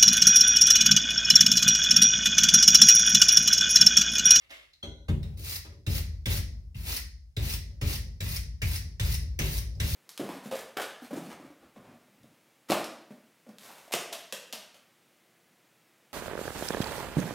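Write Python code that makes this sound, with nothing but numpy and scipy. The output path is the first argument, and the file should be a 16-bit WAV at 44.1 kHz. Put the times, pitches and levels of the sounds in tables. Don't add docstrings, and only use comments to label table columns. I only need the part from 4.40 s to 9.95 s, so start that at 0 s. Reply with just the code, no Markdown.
import sys
import numpy as np
from scipy import signal
from scipy.fft import rfft, irfft, next_fast_len
from scipy.io import wavfile
from scipy.ndimage import uniform_filter1d

SR = 44100
rng = np.random.default_rng(int(sys.argv[2]) if len(sys.argv) > 2 else 0)


def wav_out(sig):
    wavfile.write(sys.argv[1], SR, np.round(np.clip(np.atleast_2d(sig).T, -1, 1) * 32767).astype(np.int16))


N = 244755
TIME = np.arange(N) / SR


def amp(db):
    return 10 ** (np.asarray(db) / 20)


def unit(x):
    return x / np.sqrt(np.mean(x ** 2) + 1e-20)


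def read(points, hz):
    freq_hz, value = np.transpose(points)
    return np.interp(np.log(hz + 1), np.log(freq_hz + 1), value)


def add(mix, start_s, sound):
    part = mix[max(round(start_s * SR), 0):][:len(sound)]
    part += sound[:len(part)]


def colour(x, spectrum, size=4096):
    log_gain = np.log(amp(read(spectrum, abs(np.fft.fftfreq(size, 1 / SR)))))
    taps = np.fft.ifft(np.exp(np.conj(signal.hilbert(log_gain)))).real[:size // 2]
    return signal.oaconvolve(x, taps / np.linalg.norm(taps))[:N]


def drift(hz):
    rolloff = 1 + (np.fft.rfftfreq(N, 1 / SR) / hz) ** 4
    return unit(irfft(rfft(rng.standard_normal(N)) / rolloff, N))


def slips(per_s, spread_db):
    size = amp(spread_db * np.minimum(rng.exponential(1, N), 4)) * rng.standard_normal(N)
    return unit(size * (rng.random(N) < per_s / SR))


def burst(start_s, rise_s, fall_s):
    age = np.maximum(TIME - start_s, 0)
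    return np.minimum(age / rise_s, 1) * np.exp(-np.maximum(age - rise_s, 0) / fall_s)


def ringing(modes):
    t = TIME[:SR]
    power = sum(amp(db) ** 2 for _, db, _ in modes) / 2
    return sum((-1) ** k * amp(db) * np.exp(-np.log(1000) * t / t60) * np.sin(2 * np.pi * hz * t)
               for k, (hz, db, t60) in enumerate(modes)) / np.sqrt(power)


def chattering(modes, hits, relative_width):
    strikes, out = np.zeros((2, N))
    contact_samples = SR // 300
    for start_s, db in hits:
        add(strikes, start_s, np.full(contact_samples, amp(db) ** 2 / contact_samples))
    size = next_fast_len(N, True)
    hz, noise = np.fft.rfftfreq(size, 1 / SR), rfft(rng.standard_normal(size))
    for centre, db, t60 in modes:
        band = unit(irfft(noise / (1 + ((hz - centre) / (relative_width * centre)) ** 2), size)[:N])
        energy = signal.lfilter([1], [1, -np.exp(-2 * np.log(1000) / t60 / SR)], strikes + 1e-24)
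        out += amp(db) * band * np.sqrt(energy)
    return out / np.sqrt(sum(amp(db) ** 2 for _, db, _ in modes))


# freq_hz, level_db
ROOM_TONE_SPECTRUM = [(20, -17), (60, 0), (120, -13), (250, -28), (1000, -39), (4000, -37), (8000, -38),
                      (15600, -44)]
def room_tone():
    return colour(rng.standard_normal(N), ROOM_TONE_SPECTRUM)


# start_s, level_db
SHOE_SCUFFS = [(0, -61.5), (.093, -45.5)]
# freq_hz, level_db
SOLE_SPECTRUM = [(100, -22), (350, -17), (580, -7), (900, -18.5), (1250, -10), (1550, -13.5), (2100, -0.5),
                 (2450, -9), (2750, -4), (3400, -7.5), (4600, -13.5), (6500, -21.5), (10000, -25.5),
                 (15600, -28)]
def shoe(rise_s=0.012, fall_s=0.067):
    slide = sum(amp(db) * burst(start_s, rise_s, fall_s) for start_s, db in SHOE_SCUFFS)
    return colour(slide * slips(per_s=6300, spread_db=2.5), SOLE_SPECTRUM)


# start_s, slap_db, ping_hz, ping_db, push_db, clatter_db
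BRUSH_LANDINGS = [(0.332, -84, 4100, -61.5, -94, -92), (0.828, -53, 3800, -56.5, -35.5, -65),
                  (0.853, -75, 3950, -82, -54, -73), (0.967, -73, 3900, -77, -50, -62),
                  (1.4638, -38, 3800, -45.5, -22, -41), (1.8563, -34, 3430, -39, -22, -38),
                  (2.344, -65.5, 2880, -56, -31, -75), (2.965, -38, 3680, -41, -23, -41.5),
                  (3.412, -35, 2370, -47.5, -22, -40), (3.8035, -37, 3730, -46, -25, -53.5),
                  (4.217, -34.5, 2230, -37, -24, -49.5), (4.596, -33, 3540, -40, -23.5, -46),
                  (4.9885, -29, 6000, -42.5, -21.5, -36.5), (5.347, -82, 5020, -62, -39, -57),
                  (5.399, -29, 3760, -42, -23, -42.5)]
# freq_hz, level_db
SLAP_SPECTRUM = [(150, -10), (500, 5), (950, -9.5), (1450, -1.5), (2100, 7), (3000, 5.5), (4500, -7.5),
                 (5200, 4.5), (6500, -2.5), (7700, -0.5), (9500, -2), (11200, -11.5), (15600, -3)]
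def brush_slaps(rise_s=0.0023, fall_s=0.0084, ping_width_hz=240):
    tips, pings = np.zeros((2, N))
    radius = np.exp(-np.pi * ping_width_hz / SR)
    for start_s, slap_db, ping_hz, ping_db, *_ in BRUSH_LANDINGS:
        contact = burst(start_s, rise_s, fall_s)
        tips += amp(slap_db) * contact
        shake = amp(ping_db) * contact * rng.standard_normal(N)
        pole = radius * np.exp(2j * np.pi * ping_hz / SR)
        pings += signal.lfilter([np.sqrt(2 * (1 - radius ** 2))], [1, -pole], shake + 1e-18).real
    return colour(tips * slips(per_s=7700, spread_db=2.1), SLAP_SPECTRUM) + amp(5) * pings


# freq_hz, level_db
WIRE_SPECTRUM = [(800, -27.5), (1500, -20), (1800, 2.5), (2400, -1), (3100, -26), (4100, 0), (5200, 2),
                 (6200, -0.5), (7300, -17.5), (15600, -32)]
def wire_ring(brush, sheen_db=-14, t60_s=0.39, tuft_hz=1980, tuft_width_hz=260, tuft_db=-20):
    decay = np.exp(-2 * np.log(1000) / t60_s / SR)
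    energy = signal.lfilter([1 - decay], [1, -decay], brush ** 2 + 1e-20)
    band = 1 / (1 + (2 * (np.fft.rfftfreq(N, 1 / SR) - tuft_hz) / tuft_width_hz) ** 2)
    sheen = colour(rng.standard_normal(N), WIRE_SPECTRUM)
    hollow = unit(irfft(rfft(rng.standard_normal(N)) * band, N))
    return np.sqrt(energy) * (amp(sheen_db) * sheen + amp(tuft_db) * hollow)


# start_s, scrape_db, ring_db, push_db, clatter_db
BLADE_KNOCKS = [(0.427, -46, -38.5, -36, -38.5), (0.682, -39.5, -56, -23, -37.5),
                (0.985, -82, -80, -51, -54), (1.246, -50.5, -73, -50, -53.5), (1.319, -63, -88, -54, -56),
                (3.301, -74, -85, -64, -63)]
# freq_hz, level_db
SCRAPE_SPECTRUM = [(200, -1), (600, 10), (1000, 6.5), (2000, 4.5), (3500, 6), (5000, -5), (7500, -7.5),
                   (11000, -11), (15600, -14)]
# pitch_hz, level_db, t60_s
BLADE_MODES = [(1460, -7.5, 0.6), (2070, -11, 0.61), (2930, -29, 0.23), (3320, 6.5, 0.38), (3270, 10, 0.13),
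               (3978, -7.5, 0.97), (4170, 5, 0.12), (5920, -8, 0.51), (6480, -9, 0.35), (8140, -21, 0.17),
               (8400, -13, 0.25), (9900, -30, .2)]
def blade(rise_s=0.0048, fall_s=0.015):
    scrape = sum(amp(db) * burst(start_s, rise_s, fall_s) for start_s, db, *_ in BLADE_KNOCKS)
    grit = slips(per_s=6000, spread_db=2.5)
    hits = [(start_s, ring_db) for start_s, _, ring_db, *_ in BLADE_KNOCKS]
    ring = chattering(BLADE_MODES, hits, relative_width=0.022)
    return colour(scrape * grit, SCRAPE_SPECTRUM) + amp(-3) * ring


def blows(rock_delay_s=0.07):
    hits = [(start_s, push, clatter) for start_s, *_, push, clatter in BRUSH_LANDINGS + BLADE_KNOCKS]
    rocks = [(leave_s + rock_delay_s, db - 2, db - 24.5) for _, leave_s, *_, db in BRUSH_STROKES]
    return hits + rocks


# pitch_hz, level_db, t60_s
FRAME_MODES = [(51.1, -4.5, 1.8), (59.64, -5.5, 2.24), (73.34, -2.5, 1.42), (83.87, -1.5, 1.04),
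               (95.66, -3, 0.76), (117.2, -1.5, 0.52), (109.5, 9.5, 0.12), (150.6, -3.5, 0.62),
               (176.3, -9, 1.05), (223.2, -6.5, 0.66)]
# freq_hz, level_db
RATTLE_SPECTRUM = [(25, -30), (50, -4.5), (85, 5.5), (160, -8), (260, -24.5), (550, -35.5), (900, -44),
                   (3000, -54.5)]
def grinder_frame(judder_gain, lag_s=0.01011, contact_s=0.0011, judder_hz=90):
    force, loose = np.zeros((2, N))
    contact_age = TIME[:SR // 20] / contact_s
    push = contact_age * np.exp(-contact_age)
    for start_s, push_db, _ in blows():
        add(force, start_s + lag_s, amp(push_db) * push / push.sum())
        loose += amp(push_db) * burst(start_s, rise_s=0.011, fall_s=0.15)
    ring = ringing(FRAME_MODES)
    thumps = signal.oaconvolve(force, ring)[:N]
    shudder = signal.sosfilt(signal.butter(2, judder_hz, fs=SR, output="sos"), rng.standard_normal(N))
    judder = signal.oaconvolve(shudder * judder_gain, ring)[:N]
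    judder /= np.std(signal.oaconvolve(shudder, ring)[:N])
    rattle = colour(loose * rng.standard_normal(N), RATTLE_SPECTRUM)
    return amp(3) * thumps + amp(6.5) * judder + amp(-9) * rattle


# pitch_hz, level_db, t60_s
REST_MODES = [(163.3, 6, 0.12), (231, -2, 0.84), (305.7, 1.5, 0.57), (381.5, -0.5, 0.64), (433.2, -1, 0.6),
              (518, -8.5, 0.76), (573.5, -2, 0.59), (658, -13, 0.72), (798, -15.5, 0.63), (980, -15, 0.54)]
ARM_MODES = [(91, 10.5, 0.112), (143.3, 1.5, 0.65), (172.5, -4, 0.75), (219.4, -7, 0.55),
             (301, -13.5, 0.31)]
def tool_rest(lag_s=0.0063, boom_s=0.689):
    hits = [(start_s + lag_s, clatter_db) for start_s, _, clatter_db in blows()]
    out = amp(-1) * chattering(REST_MODES, hits, relative_width=0.021)
    add(out, boom_s, amp(-19) * ringing(ARM_MODES))
    return out


# speed_up_s, leave_s, slow_db, hiss_db, rasp_db, flick_db, judder_db
BRUSH_STROKES = [(1.039, 1.162, -10, -35.5, -44.5, -34.5, -49), (1.496, 1.584, -18, -33.5, -40, -38, -42.5),
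                 (1.865, 1.974, -21, -34, -39, -35.5, -45), (2.454, 2.568, -15, -33, -40, -32.5, -47.5),
                 (3.002, 3.141, -19, -35.5, -42, -34, -40), (3.447, 3.557, -17, -35.5, -40, -36, -41),
                 (3.818, 3.966, -12, -37.5, -46, -32, -42), (4.237, 4.362, -9, -38, -46.5, -30.5, -41),
                 (4.632, 4.745, -13, -36.5, -44, -30, -35), (5.01, 5.183, -10, -37.5, -46.5, -34.5, -37),
                 (5.43, 5.59, -9, -34, -46, -32, -38.5)]
def brush_drag(bend_s=0.015, gather_s=0.014, release_s=0.0064, slow_rasp_db=-16.5,
               climb_db_per_s=24.5, ease_db_per_s=12, dig_db=-8):
    hiss, rasp, judder = np.zeros((3, N))
    for speed_up_s, leave_s, slow_db, hiss_db, rasp_db, _, judder_db in BRUSH_STROKES:
        land_s = max(start_s for start_s, *_ in BRUSH_LANDINGS if start_s < speed_up_s)
        grab = np.clip((TIME - land_s) / bend_s, 0, 1)
        touch = grab * np.exp(-np.maximum(TIME - leave_s, 0) / release_s)
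        slow = 0.5 - 0.5 * np.tanh((TIME - speed_up_s) / (2 * gather_s))
        to_edge_s = leave_s - np.clip(TIME, land_s, leave_s)
        hiss += touch * amp(hiss_db + slow_db * slow - climb_db_per_s * to_edge_s)
        rasp += touch * amp(rasp_db + slow_rasp_db * slow + ease_db_per_s * to_edge_s)
        judder += touch * amp(judder_db)
    dig = sum(amp(slap_db + dig_db) * burst(start_s, rise_s=0.0035, fall_s=0.068)
              for start_s, slap_db, *_ in BRUSH_LANDINGS)
    return hiss, np.hypot(rasp, dig), judder


# freq_hz, level_db
HISS_SPECTRUM = [(300, -55), (1200, -14.5), (3000, -2), (4000, 5.5), (5500, 3.5), (6800, 0.5), (7900, -2),
                 (9400, 2), (11000, 0), (13800, 3.5), (15000, 7.5), (15700, -1)]
RASP_SPECTRUM = [(100, -3), (300, 2.5), (550, -5.5), (850, -6.5), (1450, -5), (1900, -3.5), (2500, 4),
                 (3200, -1), (4500, -2), (8000, -59)]
def brush_scrub(hiss_gain, rasp_gain, roughness_db=2):
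    tufts = amp(roughness_db * drift(hz=113))
    hiss = hiss_gain * colour(slips(per_s=9000, spread_db=-1.5), HISS_SPECTRUM)
    rasp = rasp_gain * colour(slips(per_s=3600, spread_db=2.5), RASP_SPECTRUM)
    return tufts * (amp(-2) * hiss + amp(-4) * rasp)


# freq_hz, level_db
FLICK_SPECTRUM = [(500, -16), (1500, -19), (2200, -4), (3200, -6), (4200, -5.5), (5400, 5.5), (6500, -9),
                  (7800, -13), (9500, 0), (13000, -18), (15600, -4.5)]
def brush_flicks(spread_s=0.0043):
    release = sum(amp(flick_db) * np.exp(-0.5 * ((TIME - leave_s) / spread_s) ** 2)
                  for _, leave_s, *_, flick_db, _ in BRUSH_STROKES)
    return colour(release * slips(per_s=8000, spread_db=1.8), FLICK_SPECTRUM)


# freq_hz, t60_s
GARAGE_DECAY = [(100, .5), (500, 0.26), (1300, 0.3056), (3400, 0.3834), (5200, .5), (7500, 0.32),
                (10000, 0.2949), (15600, 0.21)]
# freq_hz, level_db
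ECHO_SPECTRUM = [(60, -34), (200, 1.5), (500, 2), (1500, 0.5), (5000, -3), (8000, -1), (15600, -0.5)]
def echoes(early_db=-2, early_fall_s=0.0084, gap_s=0.007, echoes_per_s=4000):
    t = TIME[:SR]
    taps = rng.choice([-1., 1.], (2, SR)) * (rng.random((2, SR)) < echoes_per_s / SR) * (t > gap_s)
    hz, age, bands = signal.stft(taps, SR, nperseg=256)
    decay_per_s = np.log(1000) / read(GARAGE_DECAY, hz)[:, None]
    gain = amp(read(ECHO_SPECTRUM, hz))[:, None] * np.sqrt(2 * decay_per_s)
    _, tail = signal.istft(bands * gain * np.exp(-decay_per_s * age), SR, nperseg=256)
    near = rng.standard_normal((2, SR)) * np.exp(-t / early_fall_s)
    early = signal.lfilter(*signal.butter(1, 600, "high", fs=SR), near) / np.linalg.norm(near[0])
    return tail[:, :SR] / np.linalg.norm(taps[0]) + amp(early_db) * early


def garage(brush, stationary, tuft_count=3, left_lag_samples=8):
    direct = amp(-3) * brush + stationary
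    out = np.array([np.pad(direct, (left_lag_samples, 0))[:N], direct])
    shares = uniform_filter1d(rng.standard_normal((tuft_count, N)), size=300)
    places = brush * shares / np.linalg.norm(shares, axis=0)
    places[0] += stationary
    for sound in places:
        out += signal.oaconvolve(sound[None], echoes(), axes=1)[:, :N]
    return out


def scene():
    hiss_gain, rasp_gain, judder_gain = brush_drag()
    brush = amp(0.5) * (brush_scrub(hiss_gain, rasp_gain) + amp(2) * brush_slaps() + brush_flicks())
    shake = amp(-3.5) * (grinder_frame(judder_gain) + tool_rest())
    quiet = amp(-72) * room_tone()
    air = garage(brush + wire_ring(brush), blade() + amp(-7) * shake + amp(-1.5) * shoe() + quiet)
    return (air + shake) * amp([[0.3], [-0.3]])


def record(dry, low_cut_hz=32, high_cut_hz=15980):
    thin = signal.sosfilt(signal.butter(2, low_cut_hz, "high", fs=SR, output="sos"), dry)
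    lowpass = signal.firwin(511, high_cut_hz, window=("kaiser", 8), fs=SR)
    return signal.oaconvolve(thin, lowpass[None], "same")


dry = scene()
out = record(dry)
wav_out(out)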